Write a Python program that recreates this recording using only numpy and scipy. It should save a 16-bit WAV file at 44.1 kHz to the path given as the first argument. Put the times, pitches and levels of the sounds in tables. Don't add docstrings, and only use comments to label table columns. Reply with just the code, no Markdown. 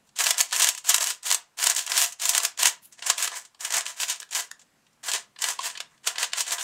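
import sys
import numpy as np
from scipy import signal
from scipy.fft import rfft, irfft
from scipy.io import wavfile
from scipy.ndimage import uniform_filter1d, minimum_filter1d

SR = 44100
rng = np.random.default_rng(int(sys.argv[2]) if len(sys.argv) > 2 else 0)


def persist_wave(psi):
    counts = np.round(np.clip(psi, -1, 1) * 32767).astype(np.int16)
    wavfile.write(sys.argv[1], SR, np.atleast_2d(counts).T)


N = 292383


def amp(db):
    return 10 ** (np.asarray(db) / 20)


def unit_level(x):
    return x / np.sqrt(np.mean(x ** 2) + 1e-20)


def curve_at(points, hz):
    f, value = np.transpose(points)
    return np.interp(np.log(hz + 1), np.log(f + 1), value)


def gain_over_time(points):
    return amp(np.interp(np.arange(N) / SR, *np.transpose(points)))


# frequency in Hz, relative level in dB.
HISS_TONE = [(25, -32), (45, -9.5), (60, -2), (80, -8), (150, -5), (350, -8), (670, -5.5), (1000, -5.5),
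             (4400, -14), (8000, -14), (14400, -25), (16000, -30.5)]
# time in seconds, level change in dB.
HISS_SWELL = [(4.2, -0.5), (4.6, 0.5)]


def hiss(level_db=-68, uneven_db=1.2):
    frames, hz = N // 256 + 5, np.fft.rfftfreq(1024, 1 / SR)
    real, imag, patches = rng.standard_normal((frames, 513, 3)).T
    patches = unit_level(uniform_filter1d(uniform_filter1d(patches, 10, axis=0), 16, axis=1))
    spectrum = (real + 1j * imag) * amp(curve_at(HISS_TONE, hz)[:, None] + uneven_db * patches)
    noise = signal.istft(spectrum, nperseg=1024, noverlap=768)[1][:N]
    return amp(level_db) * unit_level(noise) * gain_over_time(HISS_SWELL)


# time in seconds, level in dB.
RUMBLE_LEVELS = [(0., -72), (1.3, -91.5), (2.2, -89.5), (3.0, -73.5), (3.5, -93), (4.3, -84), (4.7, -75),
                 (5.7, -72), (6.1, -74.5), (6.63, -81)]


def rumble(band_hz=(125, 274)):
    band = signal.butter(2, band_hz, "bandpass", fs=SR, output="sos")
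    return unit_level(signal.sosfilt(band, rng.standard_normal(N))) * gain_over_time(RUMBLE_LEVELS)


# start in seconds,
# rise in seconds, hold in seconds, level in dB, then the low boom and the bright edge, both in dB compared with
PUSHES = [(.04,0.036,.005,-69,-20,-6),(0.155,0.0085,.02,-42,-9,-14),(0.181,0.018,0.025,-29,-3.5,-6),(0.24,0.018,0.023,-31,-5,-8),(0.275,0.014,.01,-28,-7.5,-7),(0.342,0.012,.04,-45,-2,-15.5),(0.372,.022,0.013,-28.5,-8,-3),(.43,.01,0.026,-47.5,-15.5,-17),(.48,.01,.005,-48,-17,-13),(0.516,0.027,0.14,-33,-6,-6.5),(0.592,0.048,0.056,-31,-11.5,-11.5),(0.727,.02,0.053,-49.5,-15.5,-11.5),(0.84,0.035,0.017,-33,-10.5,-8.5),(.884,0.011,0.015,-22.5,-9,-10.5),(0.921,0.02,.005,-31.5,-0.5,-8),(0.996,0.013,0.021,-26.5,-6.5,-7.5),(1.042,0.024,0.037,-31,-9.5,-7),(1.236,0.013,.01,-36,-8.5,-11),(1.252,.01,0.026,-30.5,-9,-7),(1.291,0.027,0.019,-35,-2,1),(1.57,0.036,0.037,-33.5,-5.5,-6),(1.602,.02,0.058,-30.5,-7,-7),(1.684,0.011,0.018,-29,-4,-10),(1.748,0.041,.005,-27,-9.5,-8),(1.881,0.02,0.018,-36,-0.5,-11.5),(1.887,0.058,0.022,-30,-5,-9),(1.978,0.011,0.057,-25,-10,-5),(2.09,.01,.03,-64,-22,-10.5),(2.184,.008,.01,-50,-9,-16),(2.197,0.027,0.052,-30.5,-9,-8),(2.272,.02,0.023,-28,-9.5,-8),(2.322,0.039,.005,-27,-6,-8),(2.402,0.039,.005,-30,-5,-7),(2.583,0.0083,0.039,-31,-5.5,-8),(2.605,0.022,0.056,-31,-3.5,-5),(2.817,0.0092,.025,-63.5,-20,8),(2.839,0.0087,0.01,-62,-40,12),(2.913,0.0091,0.029,-59,-7.5,-23),(2.974,0.019,.005,-50,-3.5,-21),(3.024,0.0091,0.03,-42,-3.5,-22),(3.061,0.011,0.036,-33,-5.5,-12),(3.094,0.0068,.01,-38,-2,-22),(3.15,.01,.02,-50,-10,-15),(3.171,0.016,0.031,-32.5,-5.5,-8),(3.225,0.018,0.0046,-26.5,-6,-7),(3.309,0.0092,0.026,-43.5,1,-16),(3.345,.012,.02,-35.5,-6,-9),(3.45,0.009,.025,-66,-7,-16.5),(3.592,0.037,0.052,-39,-4.5,-9.5),(3.698,0.081,.005,-27.5,-2,-12),(3.862,.01,0.035,-38.5,-5.5,-11),(3.959,0.012,0.03,-44,-5,-11),(3.992,0.021,0.023,-31,-11,-7),(4.068,0.033,0.026,-33.5,-8.5,-12),(4.123,0.0089,0.033,-51,-6,-15),(4.194,0.0097,.01,-56,-6.5,3),(4.311,0.013,0.022,-39,-7,-9),(4.347,0.011,0.042,-30,-6.5,-8.5),(5.03,0.056,0.014,-32.5,-4.5,-8.5),(5.128,0.02,.005,-27.5,-5.5,-14),(5.393,.01,.015,-44,-3.5,-16),(5.409,0.022,0.06,-33.5,-4.5,-10),(5.458,0.047,0.0046,-30,-6.5,-10),(5.595,0.011,0.035,-41.5,-8,-22),(5.622,0.027,0.026,-32.5,-5.5,-8.5),(5.697,.01,0.047,-54.5,-1,-25),(5.79,.008,.03,-59,4.5,-23.5),(5.884,.03,0.04,-70.5,4.5,-15.5),(6.032,0.025,.01,-46,-4.5,-14),(6.057,0.015,0.0093,-29,-4.5,-10),(6.143,0.08,.005,-47.5,11,-18),(6.185,0.0081,0.046,-33,-8,-12),(6.343,.01,0.026,-38.5,-3.5,-20),(6.362,0.018,0.026,-30.5,-9,-9),(6.45,0.024,0.043,-41.5,-0.5,-10),(6.504,0.022,.005,-30,-1,-6),(6.586,0.011,.06,-36,-6.5,-8)]


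def grind(catches_per_s=9000, ticks_per_s=120, tick_db=13, spread_db=2, clack_db=-4.5, wander_db=2):
    grip_s, grip_db = 0.0028, -15
    seat_s, seat_db = 0.008, -6
    coast_db_per_s, brake_db_per_s2 = 202, 1496
    dulling = 0.13
    t = np.arange(N) / SR
    power, boom_power, edge_power = np.full((3, N), 1e-14)
    for start, rise, hold, db, boom, edge in PUSHES:
        span = slice(round(start * SR), round((start + rise + hold) * SR) + SR // 4)
        age = t[span] - start
        released = np.maximum(age - rise - hold, 0)
        shape_db = grip_db * np.maximum(1 - age / rise, 0)
        shape_db += seat_db * (1 - np.exp(-released / seat_s))
        shape_db -= coast_db_per_s * released + brake_db_per_s2 * released ** 2
        push = (amp(db + shape_db) * np.minimum(age / grip_s, 1)) ** 2
        power[span] += push
        boom_power[span] += push * amp(2 * boom)
        edge_power[span] += push * amp(2 * (edge + dulling * shape_db))
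    boom_db, edge_db = 10 * np.log10(boom_power / power), 10 * np.log10(edge_power / power)
    when, size, sign = rng.random((3, N))
    catches = (when < catches_per_s / SR) * amp(-spread_db * np.log(size + .01)) * np.sign(sign - .5)
    catches *= np.where(when < ticks_per_s / SR, amp(tick_db), 1)
    force = unit_level(catches) * uniform_filter1d(np.sqrt(power), 200)
    wander = unit_level(uniform_filter1d(uniform_filter1d(rng.standard_normal(N), 900), 900))
    return hollow_cube(force, boom_db, clack_db + wander_db * wander, edge_db)


def tap_response(gain, size=2048):
    log_gain = np.log(np.maximum(np.concatenate([gain, gain[-2:0:-1]]), 1e-5))
    return np.fft.ifft(np.exp(signal.hilbert(log_gain).conj())).real[:size]


# frequency in Hz, level in dB.
CUBE_TONE = [(100, -55.5), (400, -20.5), (800, -15.5), (1400, -10), (2400, -10), (5000, -2), (7200, 4),
             (9500, -1.5), (13000, -4.5), (16000, -10.5)]
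# frequency in Hz, width in Hz, boost in dB.
SHELL_RINGS = [(695.6, 55, 10.5), (992, 177, 8.5), (1711, 130, 5), (1989, 26, 6.5), (2850, 1400, 8),
               (7450, 1300, 0)]


def hollow_cube(force, boom_db, clack_db, edge_db, split_hz=(2200, 5000, 9500)):
    lead = 128
    hz = np.fft.rfftfreq(4096, 1 / SR)
    rings_db = sum(db / (1 + (2 * (hz - f) / width) ** 2) for f, width, db in SHELL_RINGS)
    tap = tap_response(amp(curve_at(CUBE_TONE, hz) + rings_db))
    spectrum = rfft(np.pad(tap, (lead, 0)), 4096)
    below = [np.zeros_like(hz)] + [1 / (1 + (hz / f) ** 18) for f in split_hz] + [np.ones_like(hz)]
    fade = np.hanning(4096 + lead)[2048 - lead:4096 - lead]
    gains = amp(boom_db), amp(clack_db), 1, amp(edge_db)
    sound = np.zeros(len(force))
    for band, gain in zip(np.diff(below, axis=0), gains):
        response = irfft(spectrum * band)[:2048] * fade
        response /= np.linalg.norm(response)
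        sound += signal.oaconvolve(force * gain, response)[lead:len(force) + lead]
    return sound


# start in seconds, level in dB, hollow clack in dB compared with
# the body band, pitch of the struck piece in Hz, rattle length in milliseconds.
PIECE_KNOCKS = [(0.091,-61.5,-3,4600,4.9),(0.163,-46,-13,7190,7.6),(0.1881,-28.5,-6.5,7940,14),(.2064,-25,0.5,7190,4.6),(0.2394,-22,-6,7200,5.5),(0.2606,-28.5,2,7360,3.1),(0.267,-20.5,-2.5,2850,4.5),(0.3073,-16,-4.5,3500,3.9),(0.3437,-36.5,3,2130,1.7),(.3756,-40,-22,7400,17),(0.3816,-25,-8,8450,7.7),(.4045,-24,3,7500,6.7),(0.4108,-13.5,-7,7100,1.6),(0.5107,-38,-3,4390,2.7),(0.5212,-35,4,7190,1.2),(0.5269,-26,-3,1730,11),(0.5627,-24,-5.5,7240,6),(0.5979,-18.5,-7,7640,4.4),(0.6077,-21.5,0.5,6560,2.5),(0.6199,-20.5,-5,8800,17),(.6447,-17.5,-2.5,7700,2.5),(0.671,-23,-3,3880,4.7),(.6887,-18.5,-8,7800,5.4),(.75,-32.5,-6,7280,2.8),(0.7777,-33.5,-7,7800,5.7),(.8467,-44.5,0,7880,11),(.8696,-43,3,6930,5.5),(0.8919,-17.5,-13,7660,9.6),(0.9438,-15.5,-5,3780,4.9),(0.9622,-22.5,-12,8500,4.2),(0.981,-25.5,-3.5,8040,4.4),(1.009,-31,1.5,1050,3.5),(1.0418,-21,-8.5,7760,2.2),(1.0719,-23.5,-8,6980,1.8),(1.1043,-27,-4.5,8260,8),(1.2312,-38.5,-6,8700,3.3),(1.293,-38,3,6500,7),(1.304,-25.5,-1.5,7440,6.1),(1.3142,-19,-1,7850,1.4),(1.325,-22.5,-3.5,6700,6.3),(1.3463,-20.5,-4.5,7680,4.2),(1.5793,-47.5,-1,6970,6),(1.5894,-32,-2,6930,3),(1.628,-24,-2,6600,2.3),(1.6406,-18.5,-9.5,8750,1.5),(1.6607,-28.5,0,8000,12),(1.6707,-15,-4.5,7600,1.7),(1.6993,-20.5,-10.5,7400,5.7),(1.75,-26,-16,7000,1),(1.764,-28.5,-6.5,7300,16),(1.865,-32.5,-6,8100,5),(1.877,-32,0.5,3900,3.1),(1.8965,-34.5,-9,7200,20),(1.9191,-23.5,-2,6200,3.4),(1.9682,-22.5,-3.5,7070,4.1),(1.9772,-19.5,-3.5,8920,8.7),(2.017,-17.5,-7,7670,1.9),(2.123,-38,-8.5,6360,8.4),(2.198,-38,-3,5170,5.2),(2.217,-32.5,-5.5,6100,10),(2.2547,-23.5,-5.5,7400,5.4),(2.2926,-17,-10.5,6700,4.4),(2.335,-31,-1,6800,5.9),(2.3497,-20,-1.5,8050,2.7),(2.3793,-16.5,-5.5,8460,3.1),(2.4019,-29.5,0,1110,3.6),(2.434,-24,-12,7800,2.6),(2.45,-20,-6,6760,5.6),(2.5762,-38,-3,7150,2.7),(2.5926,-31,-3.5,7200,15),(2.6317,-13.5,-7.5,8000,1.3),(2.6459,-48,14,3580,7),(2.6562,-15.5,-3,2880,5.1),(2.6694,-23,-4.5,8200,15),(2.9253,-49,-15,7840,7),(2.993,-46,5,2660,1.7),(3.024,-39,5,2780,4.9),(3.0635,-27,-7.5,2860,9.8),(3.1,-17.5,-1.5,7700,5.6),(3.1816,-26.5,0,8340,1.6),(3.2252,-24.5,-7.5,7850,11),(3.276,-27.5,0.5,4000,3.4),(3.3175,-45.5,3.5,1080,7),(3.451,-48,-5,6700,8.4),(3.5473,-59.5,5,1064,4.6),(3.607,-37.5,-6.5,6700,12),(3.6492,-27,-5,2900,7.4),(3.7054,-29.5,-2.5,7490,3),(3.723,-27.5,-6,5900,4.5),(3.7387,-25.5,-6,6860,12),(3.768,-22,-12,7240,2.4),(3.782,-27,-9,6700,5.4),(3.8088,-31,-3,6000,4),(3.8559,-38,-4,3800,7.6),(3.8649,-30.5,1.5,2900,2.9),(4.001,-28.5,-4,3100,4.6),(4.0191,-33,-4,6160,6.1),(4.032,-31.5,5.5,2800,6.7),(4.0823,-35,-5,6900,22),(4.0983,-27.5,-6,6540,10.6),(4.2012,-35.5,-6.5,8100,4),(4.219,-52,7,1860,12),(4.2294,-38,2,1770,1.5),(4.2906,-59,-1,6720,9.8),(4.3103,-39,-7,7410,3),(4.3315,-36.5,-3,7400,9),(4.349,-28.5,-6,6550,12),(4.5144,-33,-6.5,1820,1.7),(4.594,-57,-6,7020,13),(4.6153,-57.5,-4.5,7340,9),(4.8668,-69,6,2790,5.6),(4.9308,-68,-8,5680,7),(5.0395,-44,-2,6040,7),(5.0842,-35.5,3.5,7920,12),(5.1163,-30,-2,7250,11.5),(5.1356,-26.5,-2.5,6870,7.1),(5.362,-66,19,1790,5.6),(5.3884,-45.5,0,5470,10),(5.4202,-26,-5.5,7340,4.6),(5.4409,-23.5,-1.5,7000,3.8),(5.487,-26,-3.5,7100,3.1),(5.5914,-38,7.5,1030,3.8),(5.6582,-30,0,1950,1.7),(5.7008,-41.5,3.5,7650,6.1),(5.7529,-51,9.5,1960,9.5),(5.7754,-39.5,5,3000,4.3),(5.8037,-32.5,1,6400,4.6),(5.978,-64.5,0,3550,3.9),(6.0439,-58,9,2890,3.5),(6.0716,-23,-3,6200,7.1),(6.1575,-42.5,4,3000,9.4),(6.183,-30.5,3,6060,4),(6.2297,-22.5,-2,2920,4.1),(6.2411,-32,1,6800,8.1),(6.321,-49,2,2070,7),(6.334,-30,4.5,3530,3.8),(6.378,-39,2.5,7350,24),(6.4058,-24.5,-5,6750,7.5),(6.4668,-39,-1,4000,5.9),(6.4782,-36,-4,7360,20),(6.5087,-32.5,1,1590,3),(6.5211,-28.5,-6,6600,18),(6.5825,-39,3.5,1710,13),(6.6108,-33.5,-1,6680,4)]


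def knocks(taps_per_s=9000, spread_db=3.5, fade_db=8.5, crack_db=6.5, crack_s=5e-5, ring_db=-14):
    force, ring, boom_db, clack_db, edge_db = np.zeros((5, N + 1600))
    t = (np.arange(1600) - 220) / SR
    ring_t, since_hit = t[220:620], np.maximum(t, 0)
    for start, db, clack, hz, rattle_ms in PIECE_KNOCKS:
        span = round((start + t[0]) * SR) + np.arange(len(t))
        rattle_s = rattle_ms / 1000
        when, size, sign = rng.random((3, len(t)))
        direction = np.sign(sign - .5)
        taps = (when < taps_per_s / SR) * amp(-spread_db * np.log(size + .03)) * direction
        swell_db = -9.5 + 0.03 * (db + 20) + 3500 * t
        taps *= amp(np.where(t < 0, swell_db, -fade_db * since_hit / rattle_s))
        taps /= np.sqrt(np.mean(taps[(t >= 0) & (t < rattle_s)] ** 2) + 1e-9)
        taps += amp(crack_db) * direction * np.exp(-since_hit / crack_s) * (t >= 0)
        force[span] += amp(db) * taps

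        width_hz = 69 + 0.059 * hz
        tone = np.exp(-np.pi * width_hz * ring_t) * np.sin(2 * np.pi * hz * ring_t)
        tone = np.diff(tone, prepend=0)
        tone /= np.linalg.norm(tone)
        hollow_db = max(0, clack) + 10 * max(np.log2(2800 / hz), 0)
        ring[span] += amp(db + hollow_db) * np.convolve(taps, tone)[:len(t)]

        boom_db[span], clack_db[span] = clack - 5.5, clack
        edge_db[span] = -11 + 0.24 * (db + 25) + np.log2(hz / 7000) - 0.35 * clack
    return (hollow_cube(force, boom_db, clack_db, edge_db) + amp(ring_db) * ring)[:N]


# frequency in Hz, seconds to fade by 60 dB.
ROOM_FADE = [(400, 0.28), (1500, 0.25), (7300, 0.18), (14000, 0.085)]


def reflections(sound, level_db=-11.5, turn_s=0.09, count=4):
    echoes = np.zeros((count, SR // 2))
    slots = np.arange(0, SR // 2 - 12, 12)
    arrivals = slots + rng.integers(0, 12, (count, len(slots)))
    np.put_along_axis(echoes, arrivals, rng.choice([-1., 1.], arrivals.shape), 1)
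    hz, t, spectrum = signal.stft(echoes, SR, nperseg=128)
    fade = amp(-60 * t / curve_at(ROOM_FADE, hz)[:, None])
    tails = signal.istft(spectrum * fade, SR, nperseg=128)[1]
    tails /= np.linalg.norm(tails, axis=1)[:, None]
    tails = np.pad(tails, ((0, 0), (45, 0)))
    cycle = (np.arange(N) / SR / turn_s - np.arange(count)[:, None]) % count
    share = np.sin(np.pi / 2 * np.minimum(cycle, 2))
    return amp(level_db) * signal.fftconvolve(sound * share, tails, axes=1).sum(0)[:N]


def scene():
    background = hiss() + rumble()
    bass_cut = signal.butter(4, 260, "highpass", fs=SR, output="sos")
    cube = signal.sosfilt(bass_cut, grind() + knocks())
    return (background + cube + reflections(cube))[None]


def record(dry, ceiling=0.88, top_hz=15800):
    safe_gain = np.minimum(ceiling / (abs(dry) + 1e-9), 1)
    limited = dry * uniform_filter1d(minimum_filter1d(safe_gain, 61), 41)
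    treble_cut = signal.firwin(511, top_hz, window=("kaiser", 9), fs=SR)
    return signal.oaconvolve(limited, treble_cut[None], "same")


dry = scene()
out = record(dry)
persist_wave(out)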